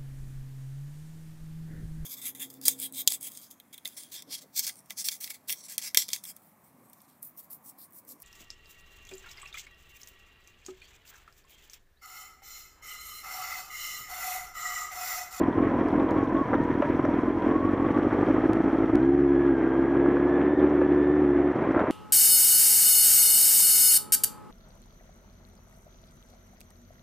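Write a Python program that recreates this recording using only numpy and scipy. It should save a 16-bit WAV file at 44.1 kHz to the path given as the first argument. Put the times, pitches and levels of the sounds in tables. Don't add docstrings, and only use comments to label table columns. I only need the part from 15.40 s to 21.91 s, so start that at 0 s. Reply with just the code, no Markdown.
import sys
import numpy as np
from scipy import signal
from scipy.fft import rfft, irfft, next_fast_len
from scipy.io import wavfile
from scipy.ndimage import uniform_filter1d, map_coordinates

SR = 44100
rng = np.random.default_rng(int(sys.argv[2]) if len(sys.argv) > 2 else 0)


def pcm_store(signal):
    levels = np.round(np.clip(np.atleast_2d(signal), -1, 1) * 32767)
    wavfile.write(sys.argv[1], SR, levels.astype(np.int16).T)


def field_ratio(decibels):
    return 10 ** (np.asarray(decibels, dtype=float) / 20)


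N = 287084

# time in seconds, firings a second.
ENGINE_SPEED = [(0.0, 42.46), (0.667, 42.92), (1.068, 44.4), (1.139, 39.85), (1.93, 42.85), (2.009, 41.74),
                (2.173, 44.76), (3.287, 55.64), (3.523, 53.69), (3.618, 66.1), (3.767, 70.32),
                (4.041, 69.88), (4.223, 63.98), (4.353, 67.64), (5.296, 73.74), (5.373, 72.61),
                (6.084, 72.08), (6.51, 35.8)]
FIRST_TURN = .3778
# time in seconds, peak of a puff in dB, lead of the stronger cylinder in dB.
THROTTLE = [(0.0, -15, -0.8), (0.5, -15, -1.6), (1.1, -17.5, 2.5), (1.9, -16.5, 1.2), (2.6, -15, 0),
            (3.1, -14, 0.7), (3.5, -15, -1.6), (3.65, -11.5, 1), (4.05, -13.5, 0.5), (4.25, -17.5, 1.1),
            (4.45, -14.5, 1.5), (5.13, -16.5, 1.6), (5.19, -13.5, 3), (5.45, -13.5, 0), (6.122, -14, 1),
            (6.14, -29, 5.5), (6.3, -16.5, 0.5), (6.51, -19.5, 1.4)]
# time in seconds, change in dB.
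ODD_FIRINGS = [(.062, -7), (0.131, -13), (.183, 4), (.295, 8), (.342, -5), (0.436, -8), (.668, 7),
               (.765, 4), (0.809, -6), (1.036, -8), (1.105, -7), (1.229, 6), (1.254, 8), (1.353, -5),
               (1.378, 6), (1.426, -9), (1.643, 5), (1.834, 5), (1.928, -6), (2.184, 6), (2.61, -5),
               (2.651, 4), (2.77, -7), (2.926, -6), (3.002, 9), (3.023, 3), (3.041, 4), (3.189, -4),
               (3.225, -14), (3.243, 7), (3.298, -4), (3.315, -8), (3.333, 5), (3.37, 7), (3.387, 9),
               (3.46, -9), (3.499, 4), (3.516, -8), (3.535, 10), (3.793, 3), (3.85, 3), (4.469, -3),
               (4.571, 3), (5.148, -7), (5.162, -30), (5.177, 2), (5.245, 3), (5.451, -3), (5.477, -6),
               (5.7, 4), (5.85, 3), (6.128, -20), (6.144, -8), (6.33, -6), (6.348, -3), (6.369, 5),
               (6.391, -4), (6.416, 3), (6.461, -24), (6.503, 2)]
# time in seconds, change in dB.
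MORE_ODD_FIRINGS = [(.159, -5), (.39, -0.5), (.484, 2), (.558, 1.5), (.623, -1.5), (.742, -1), (.926, -2.5),
                    (.949, 5), (1.058, 0), (1.08, -4), (1.23, 6), (1.254, -1), (1.476, -5), (1.574, -1),
                    (1.62, 3), (1.718, 1.5), (1.764, 5), (1.996, 2), (2.093, -1), (2.274, 2), (2.381, 4),
                    (2.402, 1.5), (2.672, -2.5), (2.73, 2.5), (2.949, 0), (3.096, 8), (3.134, -4.5),
                    (3.298, 0), (3.482, -1), (3.554, 4), (3.571, 1.5), (3.634, -1.5), (3.648, -2),
                    (3.663, -2.5), (3.678, -2), (4.276, 1.5), (4.305, -2.5), (4.321, -0.5), (4.398, 2),
                    (4.543, -2.5), (4.571, -4.5), (4.787, -1.5), (4.857, 1), (4.886, 0), (4.898, 3.5),
                    (5.065, 4), (5.136, 2), (5.204, 4), (5.233, 5), (5.299, -4.5), (5.326, -2.5), (5.423, 3),
                    (5.52, 2), (5.562, 2.5), (5.687, -2), (5.99, -0.5), (6.047, -1.5), (6.061, 0.5),
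                    (6.102, -5), (6.182, -4)]
# pitch at idle in Hz, rise in Hz per firing a second, rise in ms, fall in ms.
MUFFLER = (259.2, 0.9, 3.01, 3.17)
# level in dB, multiple of the muffler pitch, width in ms.
VALVE_RASP = (-22, 2.6, 0.33)
# multiple of the firing rate, dB against the puff, lag in turns,
# pipe delay in ms, dB per firing a second above cruise.
LOW_ORDERS = [
    (1, -21, -0.31, 7.1, 0),
    (2, -20.5, -0.0032, 2.8, -1),
]
LOW_DB = (-1, 0.3, -2)
# pitch in Hz, level in dB per Hz.
BOOM_COLOUR = [(30, -44.5), (45, -16.5), (65, -11.5), (110, 5), (150, 3.5), (210, -9.5), (300, -19),
               (400, -53)]
BOOM_DB = (-37.5, -44.5, -40.5)
# time in seconds, share of the stumble from 0 to 1,
# surge of the shaft in firings.
HUNTING = [
    (0, 1, .05),
    (1.05, 1, .095),
    (1.15, 1, .03),
    (2, 1, -.01),
    (2.3, 1, .06),
    (2.7, 1, -.05),
    (3.5, 1, .01),
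    (3.6, 0, 0),
    (6.51, 0, 0),
]
STUMBLE_DB = [
    1.5,
    -.7,
    .4,
    -2.5,
    1.8,
    -12,
    -6.5,
    -.6,
]
SLIP_S, SLIP = 3.04, 4
SURGE_LAG, SCATTER_DB = .31, 1.4
# opens, is open, starts to close, is shut, each in seconds.
PULL = (3.55, 3.7, 6.1, 6.2)
# depth in firings, rate in Hz, lag in turns.
CHAIN_ROCK = (.049, 1.9877, .309)
JUDDER = (.008, 9)
# time in seconds, lead in firings.
RUTS = [(0.02, 0.044), (0.13, -0.128), (0.24, -0.063), (0.35, 0.095), (0.46, -0.019), (0.57, -0.027),
        (0.68, 0.03), (0.79, -0.012), (0.9, 0.033), (1.01, -0.06), (1.12, 0.064), (1.23, -0.015),
        (1.34, 0.054), (1.45, -0.028), (1.56, -0.053), (1.66, 0.115), (1.77, -0.056), (1.88, -0.019),
        (1.99, 0.012), (2.1, 0.016), (2.21, -0.014), (2.43, -0.009), (2.54, -0.053), (2.65, 0.037),
        (2.76, 0.006), (2.87, -0.078), (2.98, -0.047), (3.09, 0.01), (3.31, -0.009), (3.53, -0.021),
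        (3.64, -0.004), (3.75, -0.028), (3.86, -0.006), (3.97, -0.026), (4.08, -0.0), (4.19, -0.021),
        (4.3, -0.009), (4.41, 0.0), (4.52, 0.031), (4.63, -0.011), (4.74, -0.047), (4.85, -0.035),
        (4.95, -0.031), (5.06, -0.039), (5.17, 0.004), (5.28, -0.055), (5.39, -0.01), (5.5, -0.032),
        (5.61, -0.04), (5.72, -0.096), (5.83, 0.023), (5.94, -0.01), (6.05, -0.097), (6.16, 0.02),
        (6.27, 0.023), (6.31, 0.0), (6.36, 0.17), (6.425, -0.15), (6.48, 0.0), (6.51, 0.6)]
# time in seconds, roar in dB.
ROUGHNESS = [(0, -31.5), (.6, -31), (.95, -32.5), (1.3, -34), (2, -33), (2.55, -31.5), (2.88, -31),
             (3.5, -32), (3.79, -40), (4.17, -33.5), (4.97, -31.5), (5.24, -30.5), (5.48, -34),
             (5.97, -34.5), (6.16, -31.5), (6.33, -29), (6.51, -28.5)]
AVERAGE_ROAD_DB = -34.5
# pitch in Hz, level in dB per Hz.
ROAR_COLOUR = [(100, -31.5), (190, -4.5), (300, 1.5), (450, -3), (600, -7), (850, -11.5), (1300, -19),
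               (2000, -38), (4000, -65.5)]
# pitch in Hz, level in dB per Hz.
CRUNCH_COLOUR = [(500, -27.5), (1000, 1.5), (1700, 2.5), (2100, -2), (2700, -13.5), (3200, -19),
                 (3800, -28.5), (5000, -47.5), (8000, -71)]
# pitch in Hz, level in dB per Hz.
HISS_COLOUR = [(2600, -29), (3050, 5.5), (3250, 12), (3500, -0.5), (4200, -1.5), (4950, -6.5), (5300, -4),
               (5500, 0.5), (5750, -2.5), (6200, -3), (6700, -10.5), (7500, -15.5), (9000, -32)]
# pitch in Hz, level in dB per Hz.
AIR_COLOUR = [(5000, -19), (7000, -2), (9500, -3.5), (12000, -4.5), (15200, -12.5), (15500, -49.5)]
# coasting, pulling and shut off in dB, then dB per dB of road.
CRUNCH_LAW = (-50, -50.5, -49, 0.5)
HISS_LAW = (-71.5, -74.5, -73, -0.03)
AIR_LAW = (-79, -83.5, -83, 0.16)
# grains a second, spread of size in dB, share from 0 to 1.
ROAR_GRAINS = (900, 2.5, .16)
GAP = .38
TIGHT = .35
CLEARED = (.15, 0, .4)
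MISSED_DB = 30
# time in seconds, peak in dB, pitch in Hz, brightness in dB,
# time to fade by 60 dB in seconds.
BUMPS = [(0.392, -27.5, 630, -8.5, 0.12), (.605, -22.5, 800, -21, 0.068), (1.087, -22.5, 770, -10, 0.053),
         (1.117, -24, 960, -5, .03), (1.132, -15.5, 500, -10.5, 0.068), (1.1379, -14.5, 755, -8.5, 0.037),
         (1.143, -14, 478, -5.5, 0.047), (1.183, -22, 646, -19, 0.036), (1.4207, -23, 900, 3, 0.028),
         (1.423, -15.5, 596, -13, 0.16), (1.594, -20, 507, 8, .04), (1.651, -16, 610, -9.5, 0.04),
         (2.061, -23, 600, -5, 0.02), (2.576, -23.5, 525, -12, 0.02), (2.71, -20.5, 600, -10.5, 0.18),
         (2.885, -20.5, 530, -19.5, 0.16), (3.525, -30.5, 580, -11, 0.13), (4.0898, -23.5, 584, -1, 0.03),
         (4.353, -21.5, 600, 0, 0.028), (4.661, -19.5, 550, -3, 0.03), (4.7684, -17.5, 543, -8, 0.04),
         (5.415, -17, 536, -15.5, 0.045), (6.347, -16.5, 565, -5, 0.1), (6.361, -19, 630, -1, .08),
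         (6.377, -16, 606, -7.5, 0.086), (6.392, -14.5, 716, -4, 0.13), (6.404, -17, 800, -1.5, .08),
         (6.419, -20, 650, -3, .06), (6.436, -26, 600, -5, .04), (6.458, -25.5, 626, -4.5, 0.05),
         (6.471, -17, 645, -3, 0.061)]
KNOCK = 3
STEEL_DB, JOLTED_DB = -61, -52
JOLTS = [
    1.412,
    1.649,
    6.394,
]
# time in seconds, peak in dB, 60 dB fade in seconds, top pitch in Hz.
TICKS = [(.487, -40, 0.0088, 7450), (.709, -36.5, 0.0098, 12000), (1.236, -49, 0.025, 11040),
         (3.1334, -23.5, 0.0013, 15300), (2.501, -52.5, 0.0069, 6920), (3.386, -47, 0.012, 9000),
         (3.5556, -21.5, 0.0012, 13200), (1.649, -51.5, .01, 6960), (6.224, -48.5, .02, 6500),
         (6.395, -44.5, 0.022, 7200), (6.405, -47.5, .03, 6450), (6.5096, -17.5, 0.004, 40400)]
# time in seconds, peak in dB, pitch in Hz, width in Hz,
# 60 dB fade in seconds.
GRAVEL_SNAPS = [(.597, -37, 2100, 500, .03), (.835, -58, 6000, 1500, .02), (1.142, -58, 5500, 1200, .03),
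                (1.238, -40, 1900, 700, .03), (1.239, -60, 6500, 2500, .02), (1.4205, -37, 2600, 1300, .03),
                (1.421, -56, 5800, 1100, .03), (.484, -50, 5400, 2500, .012), (1.651, -51, 5750, 900, .025),
                (1.651, -46, 2700, 1300, .02), (3.6267, -48, 3300, 1500, .015),
                (4.064, -51, 3300, 1500, .015), (5.196, -51, 3400, 1200, .02),
                (5.295, -60, 6000, 1500, .02), (6.394, -44, 3200, 1800, .025)]
# time in seconds, peak in dB.
VALVE_TAPS = [(0.0338, -49), (0.1273, -49), (0.2242, -51), (0.3142, -52), (0.4095, -48.5), (0.5044, -49.5),
              (0.5975, -47), (0.6883, -47), (0.7831, -49.5), (0.8734, -50), (0.9673, -49), (1.0545, -55),
              (1.1523, -46), (1.2494, -54), (1.3394, -50.5), (1.5474, -52), (1.6402, -50.5),
              (1.7374, -49.5), (1.8323, -51.5), (1.925, -52), (2.0203, -50), (2.1121, -47.5),
              (2.2036, -51.5), (2.2907, -49.5), (2.375, -51.5), (2.4632, -50), (2.5446, -51),
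              (2.627, -50.5), (2.7048, -53), (2.7861, -49.5), (2.865, -50), (2.9404, -56), (3.018, -52.5),
              (3.0926, -52), (3.239, -53), (3.3104, -50), (3.3837, -48.5), (3.457, -51)]
# trim in dB, pitch in Hz, width in Hz, 60 dB fade in seconds.
VALVE_RING = (1.5, 3300, 900, .016)
# start in seconds, length in seconds, pitch in Hz, level in dB.
BUZZES = [(0, .1, 985, -41), (.1, .04, 913, -41), (.15, .04, 997, -45), (.18, .12, 1104, -39.5),
          (0.314, .14, 960, -41), (0.505, 0.1, 961, -41), (0.583, 0.11, 1100, -42), (.67, 0.12, 957, -39.5),
          (.75, 0.11, 1100, -35), (0.882, .07, 1030, -38), (.94, .11, 1100, -33.5),
          (1.103, 0.13, 931, -40.5), (1.213, 0.18, 963, -41.5), (1.392, .12, 955, -42.5),
          (1.953, 0.14, 958, -40), (2.077, 0.13, 1112, -36.5), (2.213, 0.1, 1121, -36),
          (2.345, 0.14, 1102, -36), (2.531, 0.052, 1127, -36), (2.59, 0.061, 1155, -43),
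          (2.7, .08, 1153, -41.5), (2.87, .1, 1240, -45), (.01, .04, 1910, -50), (.1, 0.047, 1915, -48.5),
          (1.16, .09, 1824, -47.5), (1.29, .07, 1830, -47), (1.43, .09, 1820, -48), (2.28, .08, 1780, -49),
          (3.61, 0.043, 950, -41.5), (3.668, 0.14, 748, -40.5), (3.82, 0.17, 750, -46.5),
          (3.844, 0.12, 1000, -46), (3.99, 0.14, 990, -47)]
BUZZ_WAVER = (.17, 60)
# time in seconds, whine in dB.
WHINE = [(0, -57), (2, -58), (2.5, -58), (2.9, -53), (3.25, -45), (3.53, -50), (3.585, -42), (3.64, -44),
         (3.72, -55), (3.86, -55), (3.91, -48), (4.1, -44.5), (4.62, -46), (4.85, -44.5), (5.22, -45),
         (5.28, -57), (5.33, -46), (5.7, -45.5), (5.85, -49), (6.1, -51), (6.2, -58)]
TEETH, MESH_DB, OVERTONE_DB = 24.08, 5, -26
# pitch in Hz, width in Hz, gain in dB.
RINGING_PANELS = [
    (949, 210, 13),
    (1055, 230, 11),
]
HELMET_DB = -0.42
# pitch in Hz, level in dB per Hz.
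MIC_NOISE = [(200, -20.5), (3000, -7), (7000, 3), (9500, 2), (12000, -4), (15000, -9)]
# from and to in seconds, edge in Hz.
NARROWED = (3.585, 6.2, 12900)


def unit(x):
    return x / np.sqrt(np.mean(x ** 2) + 1e-20)


def curves(rows):
    s, *cols = np.transpose(rows)
    return [np.interp(np.arange(N) / SR, s, c, right=c[-1]) for c in cols]


def wobble(rate):
    knots = rng.standard_normal(int(N * rate / SR) + 4)
    return map_coordinates(knots, [np.arange(N) * rate / SR])


def filtered(x, response):
    m = next_fast_len(len(x) + SR // 2)
    return irfft(rfft(x, m) * response(np.fft.rfftfreq(m, 1 / SR)), m)[:len(x)]


def colour(x, points):
    f, db = np.transpose(points)

    def response(hz):
        return field_ratio(np.interp(np.log(hz + 1), np.log(f), db, left=-120, right=-120))
    return unit(filtered(x, response))


def peak(f, hz, width):
    return 1j * f * width / (hz * hz - f * f + 1j * f * width)


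def grains(rate, spread_db, share):
    struck = rng.random(N) < rate / SR
    size = field_ratio(spread_db * np.minimum(rng.exponential(size=N), 2.5))
    hits = struck * rng.standard_normal(N) * size
    return np.sqrt(1 - share) * rng.standard_normal(N) + np.sqrt(share) * unit(hits)


def by_throttle(coasting, pulling, shut):
    return np.interp(np.arange(N) / SR, PULL, [coasting, pulling, pulling, shut])


def shaft():
    even = FIRST_TURN + np.cumsum(curves(ENGINE_SPEED)[0]) / SR
    depth, rate_hz, lag = CHAIN_ROCK
    rock = by_throttle(0, depth, 0) * np.sin(2 * np.pi * (rate_hz * np.arange(N) / SR - lag))
    ruts = uniform_filter1d(curves(RUTS)[0], size=SR // 30)
    shake_depth, shake_rate = JUDDER
    surge = curves(HUNTING)[1] * np.sin(2 * np.pi * (even / len(STUMBLE_DB) - SURGE_LAG))
    return even + rock + ruts + shake_depth * wobble(shake_rate) + surge


def follow_road(law):
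    *levels, per_db = law
    return by_throttle(*levels) + per_db * (curves(ROUGHNESS)[0] - AVERAGE_ROAD_DB)


def air_and_chain_hiss(shared):
    fine = 0.44 * shared + 1.5 * wobble(60)
    hiss = field_ratio(follow_road(HISS_LAW) + 5.5 + fine) * colour(grains(1200, 3, share=.15), HISS_COLOUR)
    air = field_ratio(follow_road(AIR_LAW) + fine) * colour(grains(900, 3, share=.15), AIR_COLOUR)
    return hiss + air


def gravel_crunch(beat, push, shared):
    level_db = follow_road(CRUNCH_LAW) + 7.0 + 0.21 * push
    level_db += 0.96 * shared + 0.88 * wobble(50) + 0.5 * beat
    return field_ratio(level_db) * colour(grains(1500, 1, share=0.33), CRUNCH_COLOUR)


def case_roar(beat, push, shared):
    missed = np.minimum(push, 0)
    level_db = curves(ROUGHNESS)[0] + 5.0 + GAP * missed
    level_db += 0.5 * shared + 0.81 * wobble(55) + 0.15 * beat
    roar = field_ratio(level_db) * colour(grains(*ROAR_GRAINS), ROAR_COLOUR)
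    roar = roar - by_throttle(0, TIGHT, 0) * filtered(roar, lambda f: peak(f, 99, 190))
    emptied = np.clip(by_throttle(*CLEARED) - missed / MISSED_DB, 0, 1)
    return roar - emptied * filtered(roar, lambda f: peak(f, 320, 200))


def rolling(turns, push):
    beat = np.cos(2 * np.pi * (turns - .15))
    shared = wobble(14)
    return case_roar(beat, push, shared) + gravel_crunch(beat, push, shared) + air_and_chain_hiss(shared)


def ticks():
    out, t = np.zeros(N + SR), np.arange(SR // 20) / SR
    for s, db, t60, top_hz in TICKS:
        rough = .5 * rng.standard_normal(len(t)) * (t60 > .005)
        snap = field_ratio(-60 * t / t60) * (1 + rough)
        out[round(s * SR):][:len(t)] += field_ratio(db) * filtered(snap, lambda f: 1 / (1 + 1j * f / top_hz) ** 2)
    return out[:N]


def steel_clinks(rows):
    out, t = np.zeros(N + SR), np.arange(SR // 20) / SR
    for s, db, hz, width, t60 in rows:
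        burst = rng.standard_normal(len(t)) * field_ratio(-60 * t / t60)
        snap = filtered(burst, lambda f: peak(f, hz, width) ** 3)
        out[round(s * SR):][:len(t)] += field_ratio(db) * snap / abs(snap).max()
    return out[:N]


def gravel_snaps():
    return steel_clinks(GRAVEL_SNAPS)


def valve_taps():
    trim_db, *ring = VALVE_RING
    return steel_clinks([(s, db + trim_db, *ring) for s, db in VALVE_TAPS])


def bumps():
    out, t = np.zeros(N + SR), np.arange(SR // 5) / SR
    for s, db, hz, bright_db, t60 in BUMPS:
        jolted = min(abs(s - np.array(JOLTS))) < .01
        steel_db = JOLTED_DB if jolted else STEEL_DB
        shake = rng.standard_normal(len(t)) * field_ratio(-60 * t / t60) * (1 - np.exp(-t / 0.00071))
        blow = shake + KNOCK * np.exp(-.5 * ((t - .0005) / .00012) ** 2)

        def frame(f):
            modes = peak(f, hz, 140) ** 2 + field_ratio(bright_db) * peak(f, 1100, 1300) ** 2
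            return modes / (1 + (f / 2500) ** 6)

        def steel(f):
            return field_ratio(steel_db) * (peak(f, 5300, 900) ** 2 + 7 * peak(f, 1400, 1300) ** 2)
        body = filtered(blow, frame) + filtered(shake, steel)
        out[round(s * SR):][:len(t)] += field_ratio(db) * body / abs(body).max()
    return out[:N]


def buzzes():
    out, t = np.zeros(N), np.arange(N) / SR
    depth, rate = BUZZ_WAVER
    waver = depth * wobble(rate)
    flutter = field_ratio(3 + 1.6 * wobble(60))
    for s, length, hz, db in BUZZES:
        part = slice(round(abs(s) * SR), round((abs(s) + length) * SR))
        swell = np.sqrt(abs(np.sin(np.pi * (t[part] - s) / length)))
        tone = np.sin(2 * np.pi * (hz * t[part] + waver[part]))
        out[part] += field_ratio(db) * swell * flutter[part] * tone
    return out


def gears(turns):
    blur = np.cumsum(26 * wobble(90) + 10 * wobble(22)) / SR
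    load = 1 + 0.3 * np.cos(2 * np.pi * turns)
    phase = 2 * np.pi * (TEETH * turns + blur)
    tone = np.sin(phase) + field_ratio(OVERTONE_DB) * np.sin(2 * phase)
    mesh = field_ratio(curves(WHINE)[0] + MESH_DB + 1.5 * wobble(30)) * load * tone

    def panels(f):
        return 1 + sum(field_ratio(db) * peak(f, hz, width) ** 2 for hz, width, db in RINGING_PANELS)
    return filtered(mesh, panels)


def firings(turns):
    count = np.arange(1, int(turns[-1]) + 2)
    at = np.interp(count, turns, np.arange(N))
    i = at.astype(int)
    level_db, lead_db = curves(THROTTLE)
    luck = rng.standard_normal((len(count), 3))
    place = (count + SLIP * (at > SLIP_S * SR)) % len(STUMBLE_DB)
    stumble_db = curves(HUNTING)[0][i] * np.array(STUMBLE_DB)[place]
    size_db = level_db[i] + lead_db[i] * (-1.) ** count + stumble_db + SCATTER_DB * luck[:, 0]
    for s, db in ODD_FIRINGS + MORE_ODD_FIRINGS:
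        size_db[np.argmin(abs(at - s * SR))] += max(db, -26)
    return at, size_db, luck


def muffler_puffs(at, size_db, luck):
    i = at.astype(int)
    idle_hz, rise_hz, rise_ms, fall_ms = MUFFLER
    hz = (idle_hz + rise_hz * curves(ENGINE_SPEED)[0][i]) * (1 + 0.0042 * luck[:, 2])
    span = np.arange(-500, 500)
    ms = (span[None] - (at - i)[:, None]) / SR * 1000 - .2 - .18 * luck[:, 1:2]
    angle = 2 * np.pi * hz[:, None] * ms / 1000
    swell = np.exp(-.5 * (ms / np.where(ms < 0, rise_ms, fall_ms)) ** 2)
    bursts = -field_ratio(size_db)[:, None] * swell * np.cos(angle)
    rasp_db, times, width_ms = VALVE_RASP
    edge = np.exp(-.5 * (ms / width_ms) ** 2) * np.sin(times * angle)
    bursts += field_ratio(size_db + rasp_db)[:, None] * edge
    places = (i[:, None] + span + 500).ravel()
    return np.bincount(places, bursts.ravel(), N + 1000)[500:N + 500]


def low_orders(turns, strength_db):
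    speed, = curves(ENGINE_SPEED)
    fast = np.maximum(speed - 69.5, 0)
    low = np.zeros(N)
    for k, db, lag, delay_ms, fade_db in LOW_ORDERS:
        low += field_ratio(db + fade_db * fast) * np.cos(2 * np.pi * (k * turns - lag - delay_ms * speed / 1000))
    return field_ratio(0.88 * strength_db - 3.5 + by_throttle(*LOW_DB)) * low


def exhaust_boom(push):
    level_db = by_throttle(*BOOM_DB) + 0.36 * push + 0.68 * wobble(25)
    return field_ratio(level_db) * colour(rng.standard_normal(N), BOOM_COLOUR)


def exhaust(turns):
    at, size_db, luck = firings(turns)
    strength_db = np.interp(np.arange(N), at, np.clip(size_db, -32, 0))
    push = strength_db - curves(THROTTLE)[0]
    sound = muffler_puffs(at, size_db, luck) + exhaust_boom(push) + low_orders(turns, strength_db)
    return sound, push


def scene():
    turns = shaft()
    pipe, push = exhaust(turns)
    road = rolling(turns, push) + bumps() + ticks() + gravel_snaps()
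    machine = valve_taps() + buzzes() + gears(turns) + field_ratio(HELMET_DB) * pipe
    mono = road + machine
    return np.array([mono, mono])


def roll_off(x):
    return signal.sosfilt(signal.butter(12, 15290, fs=SR, output="sos"), x)


def record(dry):
    own = np.array([colour(rng.standard_normal(N), MIC_NOISE) for _ in range(2)])
    tilt = filtered(dry[0], lambda f: 0.01 * peak(f, 330, 400) + .007 * peak(f, 1200, 2500))
    sides = (dry[0] - tilt, dry[1] + tilt)
    housed = np.array([filtered(ch, lambda f: (1j * f / (28 + 1j * f)) ** 2) for ch in sides])
    sound = housed + field_ratio(-81.0) * own
    start, end, edge_hz = NARROWED
    top = np.array([filtered(ch, lambda f: f > edge_hz) for ch in sound])
    fade_times = [start - .01, start + .01, end - .02, end + .02]
    pulling = np.interp(np.arange(N) / SR, fade_times, [0, 1, 1, 0])
    return roll_off(sound - pulling * top)


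dry = scene()
out = record(dry)
pcm_store(out)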